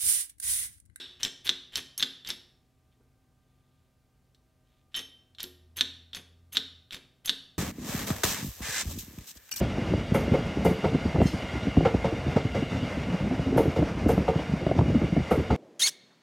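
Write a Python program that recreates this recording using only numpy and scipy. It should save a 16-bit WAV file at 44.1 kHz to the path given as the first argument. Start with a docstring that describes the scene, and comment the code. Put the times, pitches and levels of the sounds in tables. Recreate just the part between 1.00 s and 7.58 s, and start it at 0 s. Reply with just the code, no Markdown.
"""A small workshop: a hydraulic jack on a steel tube bender is pumped by hand, with a pause half way.
Each push slams the loose handle home in its socket, each lift knocks and scrapes it back: filtered
contact pulses, stick-slip clicks and decaying modes. Link pins chink (noise ticks), the frame thuds.
A low gliding drone swells briefly over a faint rough hum and soft noise; the sound is close and nearly mono."""
import sys
import numpy as np
from scipy import signal
from scipy.fft import rfft, irfft
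from scipy.io import wavfile

SR = 44100
rng = np.random.default_rng(int(sys.argv[2]) if len(sys.argv) > 2 else 0)


def to_wav(s):
    """Save 16-bit WAV."""
    ch = np.atleast_2d(s).T  # columns
    pcm = np.round(np.clip(ch, -1, 1) * 32767)  # PCM
    wavfile.write(sys.argv[1], SR, pcm.astype(np.int16))


N = 290178
LEAD_SAMPLES = SR // 4  # run-in, cut off in scene()
SLACK_RING_DB = -17.5  # handle ring while it slides through its play

# spectrum of a pin shifting in its hole: f/Hz, relative level/dB
PIN_SPECTRUM = [(500, -28.5), (3000, -12.5), (5000, -5), (8000, -11), (10200, -5), (11600, -1), (12800, 1),
                (14000, -9.5), (16000, -15)]


def undb(db):
    """Decibels to gain."""
    return 10 ** (np.asarray(db) / 20)


def unit(x):
    """Scale to an energy of one."""
    return x / np.sqrt(np.sum(x ** 2))


def along(table, hz):
    """Read a (f/Hz, value) table on a log-frequency axis."""
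    f, value = np.transpose(table)
    return np.interp(np.log(np.maximum(hz, 1)), np.log(f), value)


def noise(t):
    """White noise as long as t."""
    return rng.standard_normal(len(t))


def fade(t, t60):
    """Exponential decay, 60 dB in t60 seconds."""
    return np.exp(-np.log(1000) * t / t60)


def walk(t, rate):
    """Smooth random drift with a spread near one: rate random points per unit of t, joined by lines."""
    points = rng.standard_normal(1024)
    return np.interp(t * rate, np.arange(len(points)), points)


def tap(spectrum, size=1024):
    """Minimum-phase pulse of unit energy with this spectrum, by folding the cepstrum."""
    log_gain = np.log(undb(along(spectrum, np.fft.rfftfreq(size, 1 / SR))))
    cepstrum = irfft(log_gain)
    cepstrum[1:size // 2] *= 2
    cepstrum[size // 2 + 1:] = 0
    return unit(irfft(np.exp(rfft(cepstrum))))


def through(x, response):
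    """Filter x, keeping its length."""
    return signal.fftconvolve(x, response)[:len(x)]


def ring(modes, t, scatter_db=0.5, detune=0.0023):
    """Decaying modes; every blow lands elsewhere and shares them out anew."""
    chance = rng.standard_normal((len(modes), 2))
    total = np.zeros(len(t))
    for (hz, db, t60), (level_chance, pitch_chance) in zip(modes, chance):
        tone = np.sin(2 * np.pi * hz * (1 + detune * pitch_chance) * t)
        total += undb(db + scatter_db * level_chance) * fade(t, t60) * tone
    return unit(total)


def add(track, s, sound):
    """Mix in a sound at s seconds; the track begins LEAD_SAMPLES early."""
    start = LEAD_SAMPLES + int(s * SR)
    part = sound[:len(track) - start]
    track[start:start + len(part)] += part


def pump():
    """All the sounds of the pump strokes, close up, heard through the plates."""
    # pushes, timed by the knock that seats the handle: t/s, knock/dB, socket ring/dB, change per rebound/dB,
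    # chink lead/s, chink/dB, first tap lead/s, tap/dB, share of upper frame modes/dB
    pushes = [(-.05, 8, -15.5, -16, 0.076, -6.5, 0.021, -4, 4.5),
              (0.4927, 6, -27, -6.5, 0.042, -23.5, 0.024, -8, 3),
              (1.0264, 4.5, -39, -4, 0.049, -8.5, 0.029, -8.5, -3),
              (4.8094, 6.5, -17, -7, 0.041, -16, 0.022, -11, -5.5),
              (5.5699, 5.5, -30, -7.5, 0.041, -20.5, 0.015, -13.5, -15.5),
              (6.2945, 5, -40, -8, 0.037, -11.5, .018, -11, -11)]
    # lifts, timed by the knock on the far side of the socket: t/s, knock/dB, treble setting/dB, touch lead/s,
    # touch/dB, scrape length/s, scrape/dB, handle ring/dB, chink delay/s, chink/dB, link ring/dB,
    # settling knock/dB, thud/dB, share of upper frame modes/dB
    lifts = [(0.2319, -2, -6.5, .027, -41.5, 0.018, -34.5, 0.5, 0.01, -20.5, -1, -3.5, -20.5, 0),
             (0.757, -2.5, -2.5, .019, -25, 0.022, -36, -1, .013, -17, -1, -12, -22, 0),
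             (1.2735, -17, 6.5, 0.025, -20.5, 0.03, -37.5, -8, 0.014, -17, -0.5, -5, -24.5, 3.5),
             (3.951, -10.5, -30.5, .0072, -14.5, 0.041, -39.5, 6, 0.011, -18.5, 6.5, -15, -22, -3.5),
             (4.404, -13, -12, .019, -20.5, .036, -50, -1.5, .0255, -10.5, -20, -15.5, -24, 9.5),
             (5.148, -15, -8.5, 0.016, -18, 0.02, -42.5, -22, 0.009, -29.5, 7, -34, -20.5, -8),
             (5.929, -24, 3.5, .021, -16.5, 0.017, -41.5, -13, 0.015, -36, 6.5, -18.5, -22.5, -2.5)]
    track = np.zeros(LEAD_SAMPLES + N)
    t = np.arange(SR // 2) / SR
    gestures = [push(t, *row) for row in pushes] + [lift(t, *row) for row in lifts] + [rest(t)]
    for gesture in gestures:
        for s, sound in gesture:
            add(track, s, sound)
    return through(track, plates())


def push(t, s, db, socket_db, rebound_db, chink_lead_s, chink_db, tap_lead_s, tap_db, upper_db):
    """Down stroke as (s, sound): pins grind and chink, handle slides, taps twice, slams, rebounds; frame thuds."""
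    slack_s, rebound_s = 0.05, 0.004  # slide through the play before seating; rebound spacing
    yield s - slack_s, undb(-42) * slide(t, slack_s, SLACK_RING_DB)
    yield s - slack_s, undb(-18.5) * grind(t)
    yield s - chink_lead_s, undb(chink_db) * chink(t, link_db=1)
    for lead_s in (tap_lead_s, tap_lead_s * 0.71):
        yield s - lead_s, knock(t, tap_db, treble_db=-20.5, socket_db=-7.5)
    for k in range(3):
        yield s + k * rebound_s, knock(t, db + k * rebound_db, treble_db=-23, socket_db=socket_db)
    yield s, undb(-18) * thud(t, frame_db=3.5, upper_db=upper_db)


def lift(t, s, db, treble_db, touch_lead_s, touch_db, scrape_s, scrape_db, handle_db,
         chink_delay_s, chink_db, link_db, settle_db, thud_db, upper_db):
    """Up stroke as (s, sound): handle slips, touches, grazes, knocks, scrapes and settles with a thud."""
    slack_s, slack_growth = .038, 2.6  # harder lifts rasp more in the play: dB per dB of the knock
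    yield s - slack_s, undb(-41.5 + slack_growth * db) * slide(t, slack_s, SLACK_RING_DB)
    yield s - touch_lead_s, knock(t, touch_db, treble_db=-29.5, socket_db=-6)
    # the handle grazes on from the first touch
    yield s - touch_lead_s, undb(touch_db - 25) * slide(t, touch_lead_s, handle_db)
    yield s, knock(t, db, treble_db, socket_db=-12)
    yield s, undb(scrape_db) * slide(t, scrape_s, handle_db)
    yield s + chink_delay_s, undb(chink_db) * chink(t, link_db)
    yield s + scrape_s, knock(t, settle_db, treble_db=-13.5, socket_db=-12.5)
    # the frame rings more when the load bears on its upper modes
    frame_db = 2 + 0.83 * upper_db
    yield s + scrape_s, undb(thud_db) * thud(t, frame_db, upper_db)


def rest(t, socket_db=-14, handle_db=-18):
    """Resting handle as (s, sound): light ticks, shifts by the hand, and one soft thud under the load."""
    # light ticks of the handle: t/s, level/dB, treble setting/dB
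    ticks = [(3.3473, -42, -12), (4.349, -33.5, -20)]
    # the hand shifts the handle: t/s, length/s, level/dB
    shifts = [(1.913, .012, -73), (2.4, .46, -85.5), (3.637, 0.17, -79.5)]
    for s, db, treble_db in ticks:
        yield s, knock(t, db, treble_db, socket_db)
    for s, length_s, db in shifts:
        yield s, undb(db) * slide(t, length_s, handle_db)
    yield 2, undb(-37) * thud(t, frame_db=-1.5, upper_db=-3.5)


def knock(t, force_db, treble_db, socket_db):
    """Steel on steel: one compact contact, a short chatter of the loose fit, socket and rim ring."""
    # contact spectrum: f/Hz, relative level/dB
    contact_spectrum = [(150, -46), (700, -31), (1100, -22), (1650, -11.5), (2300, -16.5), (3000, -7),
                        (3450, 2), (3950, -1), (4600, -18), (6000, -24), (7500, -29), (10000, -36.5),
                        (12600, -37.5), (16000, -48)]
    # socket modes: f/Hz, relative level/dB, t60/s
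    socket_modes = [(1670, -7, 0.076), (1835, -14, 0.68), (2760, -15, 0.41), (3080, -4.5, 0.19),
                    (3320, -3, 0.37), (3790, -0.5, 0.19), (3750, 4.5, .28), (3780, -4.5, 0.3),
                    (4050, -2.5, .25), (4200, -12, .26), (7220, -21, .12), (12480, -19.5, .1)]
    # socket rim modes: f/Hz, relative level/dB, t60/s
    rim_modes = [(4410, -2, .04), (5480, 0.5, 0.037), (5980, -3.5, 0.059), (7700, -11.5, .035)]
    # sharper contacts lift everything above the socket's main resonance and set its rim ringing
    treble_lift_db = .75 * (treble_db + 26.5)
    spectrum = [(hz, db + treble_lift_db * (hz > 4300)) for hz, db in contact_spectrum]
    rim_db = np.interp(treble_db, [-25, -8], [-26, -4])
    rim = undb(rim_db) * ring(rim_modes, t, scatter_db=8.5, detune=.015)
    chatter = unit(noise(t) * fade(t, 0.055) * (1 - fade(t, 0.002)))
    # a hard blow seats the handle at once, a light one lets it rattle
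    chatter_db = np.interp(force_db, [-14.5, 5.5], [-1, -9])
    blow = signal.unit_impulse(len(t)) + undb(chatter_db) * chatter
    contact = disperse(through(blow, spot(spectrum)))
    return undb(force_db) * (contact + rim + undb(socket_db) * ring(socket_modes, t))


def slide(t, length_s, handle_db):
    """Stick and slip: dense uneven clicks; the handle's ring builds up as long as they last."""
    # rub spectrum: f/Hz, relative level/dB
    rub_spectrum = [(150, 3.5), (700, -6), (1700, 0.5), (2400, 4.5), (3400, 8), (4600, -5), (5700, -9),
                    (7500, -14), (12000, -16.5), (16000, -22.5)]
    # handle modes: f/Hz, relative level/dB, t60/s
    handle_modes = [(1893, -15, .26), (3120, -4.5, 0.61), (3105, -0.5, 0.22), (3080, -1, 0.12),
                    (5410, -12.5, 0.18), (7280, -23, .1)]
    after_s = np.maximum(t - length_s, 0)
    pressure = (1 - fade(t, 0.11)) * fade(after_s, 0.11)
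    rasp = np.zeros(len(t))
    for _ in range(3):  # points of the handle that rub at once
        clicks = (rng.random(len(t)) < 380 / SR) * noise(t)  # about 380 per second
        rasp += through(clicks * pressure, spot(rub_spectrum))
    # the ring falls back as the handle comes to rest in the socket
    swell = np.minimum(t / length_s, 1) ** .5 * (1 + 3.2 * fade(after_s, 0.066))
    singing = unit(swell * ring(handle_modes, t))
    return (unit(rasp) + undb(handle_db) * singing) * np.sqrt(length_s * SR)


def chink(t, link_db):
    """A pin shifts in its hole: a bright tick and the ring of the small link."""
    # link modes: f/Hz, relative level/dB, t60/s
    link_modes = [(6330, 0.5, 0.18), (9080, -14.5, 0.21), (11170, 4, 0.073), (11563, -4, 0.17),
                  (12050, -6, 0.021)]
    contact = noise(t) * fade(t, .009) * (1 - fade(t, .008)) ** 2
    tick = unit(through(contact, spot(PIN_SPECTRUM)))
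    return tick + undb(link_db) * ring(link_modes, t) * (1 - fade(t, .015))


def grind(t):
    """The pins turn in their holes: a bright rub that swells softly and dies away."""
    rub = noise(t) * fade(t, .13) * (1 - fade(t, .06)) ** 2
    return unit(through(rub, spot(PIN_SPECTRUM)))


def thud(t, frame_db, upper_db):
    """The heavy frame rocks: a soft push and its low modes, shared out by where the load bears."""
    # spectrum of the push: f/Hz, relative level/dB
    thud_spectrum = [(40, -50), (100, -20.5), (150, 4), (300, -6.5), (420, 1), (600, -9.5), (1200, -13.5),
                     (4000, -47)]
    # frame modes: f/Hz, relative level/dB, t60/s
    frame_modes = [(132, -15.5, 0.16), (190, -21, 0.24), (228.3, -1.5, 0.38), (268, 8, 0.24),
                   (361, 2.5, 0.46), (472, -12, .3)]
    swell = noise(t) * fade(t, 0.21) * (1 - fade(t, 0.038))
    soft_push = unit(through(swell, tap(thud_spectrum)))
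    modes = [(hz, db + upper_db * (hz > 300), t60) for hz, db, t60 in frame_modes]
    return soft_push + undb(frame_db) * ring(modes, t)


def spot(spectrum):
    """Pulse of one contact: each lands on another spot, which colours its treble differently."""
    hz = np.linspace(100, SR / 2, 220)
    ripple_db = np.interp(hz, [3000, 6000], [1, 4]) * walk(hz, 1 / 420)  # a random point every 420 Hz
    return tap(np.column_stack([hz, along(spectrum, hz) + ripple_db]))


def disperse(x, hz=3700, sharpness=2.5):
    """All-pass: the socket holds back waves near its resonance, so a contact swells for half a millisecond."""
    poles = signal.iirpeak(hz, sharpness, fs=SR)[1]
    return signal.lfilter(poles[::-1], poles, x)


def plates():
    """Response of the steel plates: each resonance lifts its band and rings on for a few milliseconds."""
    # plate resonances: f/Hz, width/Hz, lift/dB
    resonances = [(1750, 450, 2), (3660, 300, 4), (4450, 400, 3), (5450, 600, 4), (6272, 110, 7),
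                  (7330, 220, 10), (8050, 160, 5), (9080, 140, 9), (9460, 140, 7), (10350, 200, 4),
                  (11200, 300, 5), (11850, 260, 6), (12580, 280, 8), (13600, 380, 6)]
    hz = np.linspace(1, SR / 2, 2048)
    lift_db = sum(db / (1 + (2 * (hz - centre_hz) / width_hz) ** 2) for centre_hz, width_hz, db in resonances)
    return tap(np.column_stack([hz, lift_db]), size=4096)


def workshop(t):
    """Diffuse echo of the walls: it builds up in a few milliseconds, each octave dies at its own rate."""
    # reverberation: f/Hz, t60/s
    room_t60 = [(150, 0.64), (400, 0.99), (1200, 0.54), (3500, 0.54), (7000, 0.47), (14000, .3)]
    spectrum = rfft(noise(t))
    hz = np.fft.rfftfreq(len(t), 1 / SR)
    octave = np.round(np.log2(np.maximum(hz, 64)))
    tail = np.zeros(len(t))
    for k in np.unique(octave):
        tail += irfft(spectrum * (octave == k), len(t)) * fade(t, along(room_t60, 2 ** k))
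    return unit(tail * (1 - fade(t, 0.017)))


def drone(t, second_db=-17, third_db=-19):
    """A low tone with two overtones: its pitch glides while it swells and sinks away."""
    # glide: t/s, f/Hz, level before the mix/dB
    glide = [(4.3, 81, -73), (4.49, 80.5, -64), (4.976, 84.2, -58), (5.092, 83.9, -61), (5.618, 87, -63),
             (5.72, 84.6, -59), (5.9, 80, -83)]
    s, hz, db = np.transpose(glide)
    phase = 2 * np.pi * np.cumsum(np.interp(t, s, hz)) / SR
    size = np.interp(t, [s[0] - .2, *s, s[-1] + .2], [0, *undb(db), 0])
    tone = np.sin(phase) + undb(second_db) * np.sin(2 * phase) + undb(third_db) * np.sin(3 * phase)
    return np.sqrt(2) * size * tone


def hum(t, drift_hz=6.6, waver_db=2):
    """Faint tones of a running machine, slightly rough as pitch and level drift at random."""
    # tones: f/Hz, level before the mix/dB
    tones = [(80.7, -77), (129.2, -74.5), (253.0, -78.5), (635.2, -85.5), (759.0, -86), (1200, -87),
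             (1561, -89.5)]
    total = np.zeros(len(t))
    for hz, db in tones:
        size = undb(db + waver_db * walk(t, 3.1))
        phase = 2 * np.pi * np.cumsum(hz + drift_hz * walk(t, 30)) / SR
        total += size * np.sqrt(2) * np.sin(phase)
    return total


def air(t):
    """Quiet background noise: white noise shaped by a falling spectrum."""
    # noise spectrum: f/Hz, relative level/dB
    air_spectrum = [(12, -49.5), (20, -17.5), (49, 0.5), (130, -4), (255, -12), (399, -15), (624, -19.5),
                    (678, -21.5), (1220, -25), (1400, -26.5), (1530, -29.5), (1910, -27), (14300, -36.5),
                    (16000, -39)]
    return undb(-70.5) * through(noise(t), tap(air_spectrum, size=8192))


def scene():
    """Nearly mono: a faint diffuse wash and a little noise differ between left and right."""
    # spectrum of the faint left-right difference that follows the strokes: f/Hz, relative level/dB
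    side_spectrum = [(150, -6.5), (600, 8.5), (1500, 5), (3500, -4.5), (8000, 13.5), (14000, 10)]
    t = np.arange(N) / SR
    jack = pump()
    echo, wash = (through(jack, workshop(t[:SR]))[LEAD_SAMPLES:] for _ in range(2))
    mid = jack[LEAD_SAMPLES:] + undb(-12.5) * echo
    mid += undb(1.0) * air(t) + undb(-1) * hum(t) + undb(0.5) * drone(t)
    side = undb(-28) * through(wash, tap(side_spectrum)) + undb(-11.5) * air(t)
    return np.array([mid + side, mid - side])


def record(dry):
    """The recorder cuts the top: steep elliptic low-pass at 15.7 kHz."""
    low_pass = signal.ellip(8, .2, 70, 15700, fs=SR, output="sos")
    return signal.sosfilt(low_pass, dry)


dry = scene()
out = record(dry)
to_wav(out)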